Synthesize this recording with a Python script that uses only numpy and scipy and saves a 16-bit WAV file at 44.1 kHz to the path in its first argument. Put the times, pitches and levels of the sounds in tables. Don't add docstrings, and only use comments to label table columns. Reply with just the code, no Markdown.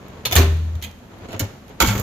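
import sys
import numpy as np
from scipy import signal
from scipy.fft import rfft, irfft, next_fast_len
from scipy.io import wavfile
from scipy.ndimage import uniform_filter1d

SR = 44100
rng = np.random.default_rng(int(sys.argv[2]) if len(sys.argv) > 2 else 0)


def int16_out(signal):
    q = np.round(np.clip(np.atleast_2d(signal).T, -1, 1) * 32767)
    wavfile.write(sys.argv[1], SR, q.astype(np.int16))


def elevation(decibels):
    levels = np.asarray(decibels, float)
    return 10 ** (levels / 20)


N = 89214

APART_HZ = 1000


def rms_one(x):
    return x / np.sqrt(np.mean(x ** 2) + 1e-20)


def in_time(rows):
    s, db = np.transpose(rows)
    return np.interp(np.arange(N) / SR, s, db, left=-120)


def shaped(x, gain_db):
    size = next_fast_len(2 * x.shape[-1])
    size += size % 2
    hz = np.maximum(np.arange(size // 2 + 1) * SR / size, 10)
    cepstrum = irfft(gain_db(hz) * np.log(10) / 20, size)
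    cepstrum[1:size // 2] *= 2
    cepstrum[size // 2 + 1:] = 0
    response = np.exp(rfft(cepstrum))
    return irfft(rfft(x, size) * response, size)[..., :x.shape[-1]]


def colour(points):
    hz, db = np.transpose(points)
    return lambda f: np.interp(np.log(f), np.log(hz), db)


def pair(mid, side):
    side = signal.lfilter(*signal.butter(1, APART_HZ, "high", fs=SR), side)
    return np.array([mid + side, mid - side]) / np.sqrt(2)


def clicks(per_s, spread, size):
    sizes = elevation(spread * np.minimum(rng.exponential(1, size), 5))
    sizes = sizes * (rng.random(size) < per_s / SR)
    return rms_one(sizes * rng.choice([-1, 1], (2, size)))


def wander(per_s):
    steps = rng.standard_normal(400)
    return np.interp(np.arange(N) / SR * per_s, np.arange(len(steps)), steps)


def body(modes):
    t, out = np.arange(SR // 5) / SR, 0
    for hz, db, t60 in modes:
        t60 = min(t60, .03 + 90 / hz / 2)
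        for partner in (.992, 1.011):
            phase = rng.normal(0, 1, (2, 1)) * min(hz / APART_HZ / 2, 1.5) * [[1], [-1]] / 2
            decay = elevation(-15.5 + db - 20 - 60 * t / t60)
            out = out + decay * np.sin(2 * np.pi * hz * partner * t + phase)
    return out


def strikes(hits, modes):
    rise_s, blow_db = 0.00067, 15.5
    sheet_t60_s = 0.0038
    sheet, drive = np.zeros((2, N + SR)), np.zeros((2, N + SR))
    t = np.arange(SR // 6) / SR
    for s, db, decay, tilt, pan in hits:
        chatter = clicks(per_s=9000, spread=1.83, size=len(t))
        burst = chatter * (1 - np.exp(-t / rise_s)) * elevation(db - 60 * t / decay)
        burst[:, int(2 * rise_s * SR)] += elevation(db + blow_db)
        burst = shaped(burst, lambda f: tilt * np.log2(np.clip(f, 450, 14000) / 3000))
        smear = rng.standard_normal((2, 600)) * elevation(-60 * t[:600] / sheet_t60_s)
        smear = smear / np.sqrt(np.sum(smear ** 2) / 2)
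        shake = pair(*signal.fftconvolve(burst, smear, axes=1)[:, :len(t)])
        start = int(s * SR)
        at, side = slice(start, start + len(t)), elevation([[pan / 2], [-pan / 2]])
        sheet[:, at] += shake * side
        drive[:, at] += burst[0] * side
    ringing = signal.fftconvolve(drive[:, :N], body(modes), axes=1)[:, :N]
    return np.array([sheet[:, :N], ringing])


def slam():
    # start_s [s], level_db [dB], decay_s [s], tilt_db [dB/octave], left_right_db [dB]
    slam_hits = [(1.8, -32, .02, 2.5, 3), (1.802, -8, 0.065, -1, -2.5), (1.8095, -14.5, 0.08, -1.5, -9),
                 (1.8145, -10.5, 0.063, -0.4, -2), (1.822, -12.5, 0.068, -1, 2),
                 (1.830, -18, .08, -4, -3.5), (1.845, -20.5, 0.11, -3.5, 0.5), (1.860, -23, 0.09, 0, -7),
                 (1.872, -21.5, 0.12, 1.5, -9), (1.885, -20, 0.14, -1, 0.5), (1.91, -25.5, 0.088, -0.5, -9),
                 (1.925, -29, 0.14, -3, -2), (1.951, -30, 0.086, -4.5, 0), (1.978, -33, 0.06, 4.5, -7.5),
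                 (1.997, -41.5, 0.02, 12.5, -18)]
    # pitch_hz [Hz], level_db [dB], t60_s [s]
    slam_modes = [(544, -20, 0.1), (918, -2, 0.056), (1155, -8, .04), (1380, 0, 0.056), (1489, 1, 0.03),
                  (2090, -1.5, 0.022), (2220, 0, 0.045), (3020, -3, 0.054), (3260, -1, 0.028),
                  (4160, -21, 0.031), (6040, -6, .03), (6800, -4.5, .04), (7230, -3, 0.044)]
    return strikes(slam_hits, slam_modes)


def shut():
    # start_s [s], level_db [dB], decay_s [s], tilt_db [dB/octave], left_right_db [dB]
    shut_hits = [
        (.3535, -8, 0.081, 1.2, -4),
        (.3585, -23.5, 0.041, -3.5, 3),
        (.362, -7, 0.076, 1, -4),
        (.369, -10.5, 0.11, -2, 4.5),
        (.381, -17, 0.14, 1, -8.5),
        (.395, -21, 0.14, -2.5, -5),
        (.413, -22, 0.16, -0.5, 3),
        (.428, -27, 0.18, -2.5, 0),
        (.452, -42, 0.3, -6, 0),
    ]
    # pitch_hz [Hz], level_db [dB], t60_s [s]
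    shut_modes = [(373, -13.5, 0.23), (389, -4.5, .18), (456, -12, .15), (586, -10.5, 0.12), (693, -11, .1),
                  (870, -10, 0.04), (1105, -9.5, 0.037), (1550, -13.5, .07), (1785, -6, .07),
                  (2246, -2.5, 0.033), (2382, -7, .04), (3400, -14, 0.025), (4270, -7.5, 0.026),
                  (6460, -10, .03)]
    return strikes(shut_hits, shut_modes)


def latch():
    # start_s [s], level_db [dB], decay_s [s], tilt_db [dB/octave], left_right_db [dB]
    latch_hits = [
        (.2515, -23, 0.026, 0.56, 0),
        (.2535, -15.5, 0.029, 1, -1.7),
        (.2555, -14, 0.071, 1, -2.4),
        (.265, -22.5, 0.087, 0.4, -1.3),
    ]
    # pitch_hz [Hz], level_db [dB], t60_s [s]
    latch_modes = [(1000, -12, .06), (1367, -8, .08), (1920, -15, 0.04), (2280, -4, 0.047), (2600, -5, .05),
                   (2890, -2.5, .05), (3540, 2, .06), (3700, -4, .06), (4280, 6, 0.044)]
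    return strikes(latch_hits, latch_modes)


def detent():
    # start_s [s], level_db [dB], decay_s [s], tilt_db [dB/octave], left_right_db [dB]
    detent_hits = [
        (.3105, -22.5, 0.09, -2.5, -2),
        (.322, -14.5, 0.071, 1, 2),
        (.327, -17, 0.079, 1, -4.5),
        (.340, -26.5, 0.09, 2, 4),
    ]
    # pitch_hz [Hz], level_db [dB], t60_s [s]
    detent_modes = [(373, -10.5, 0.11), (720, -1, 0.13), (1024, -8, .05), (1310, -11, 0.055),
                    (2360, -2, .05), (3485, 2.5, .045), (4380, -11, .03)]
    return strikes(detent_hits, detent_modes)


def middle_stop():
    # start_s [s], level_db [dB], decay_s [s], tilt_db [dB/octave], left_right_db [dB]
    open_hits = [
        (1.285, -35.5, 0.1, -4.5, -2),
        (1.305, -38, 0.061, -2.5, -3),
        (1.318, -36, 0.1, -2, -3),
        (1.329, -32.5, 0.066, -2.5, -5.5),
        (1.345, -41.5, 0.089, -5.5, 2),
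        (1.362, -37, 0.11, -5, -2),
        (1.3935, -22, 0.04, 4.5, -2),
        (1.397, -22, 0.091, 3.5, -5.5),
        (1.406, -26.5, 0.054, -4.5, 4),
        (1.44, -38, 0.076, -1, -5),
    ]
    # pitch_hz [Hz], level_db [dB], t60_s [s]
    open_modes = [(247, -17, 0.18), (541, -5.5, 0.096), (662, -3.5, 0.054), (1420, -8, 0.069),
                  (1830, -10, .06), (2190, -7, .04), (2880, 1, 0.021), (3570, -7, .04), (4200, -5, .05),
                  (6790, -4.5, .05)]
    return strikes(open_hits, open_modes)


def grip():
    # start_s [s], level_db [dB], decay_s [s], tilt_db [dB/octave], left_right_db [dB]
    grip_hits = [(.082, -55, 0.022, 6.5, -15), (.752, -48.5, 0.05, 2.7, -15), (.815, -44.5, 0.1, 1, 3),
                 (.8235, -30, 0.086, 2.3, -3.5), (.837, -30.5, 0.082, 1.2, -9),
                 (.845, -32.5, 0.067, 1.3, 2.5), (.861, -44.5, .2, 0.42, -3), (.912, -49, 0.027, 3.6, -7),
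                 (.988, -58, 0.024, 1.8, -15), (1.185, -58, 0.043, 6.2, -11), (1.68, -55, 0.024, 3.1, -21),
                 (1.692, -55, 0.03, 3.7, -17)]
    # pitch_hz [Hz], level_db [dB], t60_s [s]
    grip_modes = [(955, -1, 0.074), (2070, -3, 0.051), (2490, 2, 0.04), (3200, 11.5, 0.022),
                  (3660, 6.5, 0.023)]
    return strikes(grip_hits, grip_modes)


def thumps():
    # start_s [s], pitch_hz [Hz], level_db [dB], t60_s [s], rise_s [s]
    pushes = [(0.261, 120, -22, 0.11, 0.0064), (0.317, 97, -20, 0.17, 0.0081),
              (0.359, 49.7, -12, 0.18, .01), (0.3543, 80.7, -7, 1.5, 0.011),
              (0.378, 256.4, -18, 0.26, 0.0074), (0.384, 104.6, -5.5, 0.15, 0.0077),
              (.420, 151.3, -28.5, 1.1, 0.01), (0.7525, 89, -25.5, 0.26, 0.0035),
              (0.816, 82, -28, 0.4, .012), (1.335, 104.5, -26, 0.25, 0.018),
              (1.403, 285, -20.5, 0.08, 0.0018), (1.416, 100.2, -15, 0.18, 0.005),
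              (1.807, 66.3, -10, 0.25, 0.012), (1.826, 241, -14, 0.22, 0.0058),
              (1.833, 315, -6, 0.037, 0.0023), (1.837, 41.67, -17, 0.23, .01),
              (1.855, 181, -18, 0.13, 0.0034), (1.874, 106.9, -9, 0.29, 0.014),
              (1.900, 199.5, -18.5, 0.47, 0.0033), (1.93, 49.5, -18, 0.36, .03),
              (1.981, 106.3, -18, 0.26, 0.011)]
    # start_s [s], pitch_hz [Hz], level_db [dB], t60_s [s]
    small_tool = (1.83, 14920, -42, .6)
    grip_s, grip_damp_db_per_s = 0.765, 210
    out, now = np.zeros(N), np.arange(N) / SR
    for s, hz, db, t60, rise in pushes:
        t = np.maximum(now - s, 0)
        damp_db = grip_damp_db_per_s * np.maximum(now - grip_s, 0) * (s < grip_s)
        level = elevation(db - 60 * t / t60 - damp_db + 1.3 * wander(30.1))
        out += level * (1 - np.exp(-t / rise)) * np.sin(2 * np.pi * hz * t)
    shake = rms_one(signal.lfilter(*signal.butter(2, 120, fs=SR), rng.standard_normal(N)))
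    loudness = np.sqrt(np.abs(uniform_filter1d(out ** 2, size=1000)))
    out = out + elevation(-16) * shake * loudness
    s, hz, db, t60 = small_tool
    t = np.maximum(now - s, 0)
    ping = elevation(db - 60 * t / t60 + 5.0 * wander(150.0)) * np.sin(2 * np.pi * hz * t)
    return out * elevation([[.6], [-.6]]) + ping * elevation([[-3.0], [3.0]])


def grains(curve, spectrum, lift_db, lumpy_db, pan_db):
    ticks = clicks(per_s=4000, spread=2.0, size=N)
    ticks = rms_one(shaped(pair(*ticks), colour(spectrum)))
    level = elevation(in_time(curve) + lift_db + lumpy_db * wander(70.0))
    return ticks * level * elevation([[pan_db / 2], [-pan_db / 2]])


def rolling():
    # start_s [s], level_db [dB]
    roll_curve = [(0, -44), (.12, -42), (.25, -44.5), (.4, -26), (.6, -50.5), (.76, -46.5), (.95, -53.5),
                  (1.08, -51), (1.16, -44), (1.26, -41.5), (1.29, -38.5), (1.365, -36.5), (1.385, -40),
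                  (1.42, -31), (1.47, -39), (1.6, -51.5), (1.8, -44), (2.02, -30.5)]
    # pitch_hz [Hz], level_db [dB per Hz]
    roll_spectrum = [(24, -51), (40, -0.5), (112, 10), (147, 1.5), (392, 0.5), (4130, -23.5), (5440, -32.5),
                     (7000, -31), (16000, -101)]
    return grains(roll_curve, roll_spectrum, lift_db=2.5, lumpy_db=2.3, pan_db=.3)


def rattle():
    # start_s [s], level_db [dB]
    rattle_curve = [(1.803, -16), (1.811, -38), (1.825, -17.5), (1.835, -31.5), (1.943, -41),
                    (2.003, -38.5), (2.02, -41.5)]
    # pitch_hz [Hz], level_db [dB per Hz]
    rattle_spectrum = [(290, -10), (500, -24), (807, -38), (1020, -4), (5310, -17), (7000, -10.5),
                       (9630, -30), (12700, -16), (16000, -14)]
    return grains(rattle_curve, rattle_spectrum, lift_db=4, lumpy_db=0.5, pan_db=-7.5)


def garage(x):
    t = np.arange(SR) / SR
    near = elevation(-6 - 60 * t / 0.29) / np.sqrt(0.29)
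    far = elevation(-11 - 60 * t / 0.97)
    tail = pair(*rng.standard_normal((2, SR))) * (t > .004)
    tail = tail * (near + far)
    tail = signal.sosfilt(signal.butter(2, 180, "high", fs=SR, output="sos"), tail)
    tail = tail * np.sqrt(np.log(1e6) / SR)
    tail = signal.lfilter(*signal.butter(1, 2750, fs=SR), tail)
    return signal.fftconvolve(x, tail, axes=1)[:, :N]


def air():
    # pitch_hz [Hz], level_db [dB per Hz]
    air_spectrum = [(15, -42), (25, -2.5), (145, -4.5), (200, 1.5), (249, 0), (301, -10), (427, -14.5),
                    (677, -14.5), (16000, -44)]
    noise = rms_one(shaped(pair(*rng.standard_normal((2, N))), colour(air_spectrum)))
    return elevation(-45 + 0.5 * wander(11.2)) * noise


def scene():
    # pitch_hz [Hz], level_db [dB per Hz]
    sheet_response = [(90, -15.5), (200, -0.5), (420, 4), (730, -2.5), (3000, 1), (6500, -5), (9600, -9.5),
                      (16000, -9.5)]
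    steel = colour(sheet_response)
    sheet, ringing = latch() + detent() + shut() + grip() + middle_stop() + slam()
    sheet = shaped(sheet, lambda f: steel(f) - steel(4650.0))
    reverberation = garage(sheet + ringing / 2)
    return sheet + ringing + reverberation + thumps() + rolling() + rattle() + air()


def top_cut(x):
    return signal.sosfilt(signal.butter(12, 16660, fs=SR, output="sos"), x)


def record(dry):
    # pitch_hz [Hz], width_hz [Hz], level_db [dB]
    port_peaks = [(6790, 870, 7), (12450, 1130, 6.5), (8030, 1840, -4)]
    x = shaped(dry, lambda f: sum(db * np.exp(-((f - hz) / width) ** 2) for hz, width, db in port_peaks))
    x = np.tanh(x / 1.05) * 1.05
    x = signal.sosfilt(signal.cheby2(12, 60, 16400, fs=SR, output="sos"), x)
    x = signal.sosfilt(signal.butter(4, 26, "high", fs=SR, output="sos"), x)
    treble = signal.lfilter(*signal.butter(2, 9000, "high", fs=SR), x)
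    x = x + elevation(-22) * treble * [[-1], [1]]
    return top_cut(x)


dry = scene()
out = record(dry)
int16_out(out)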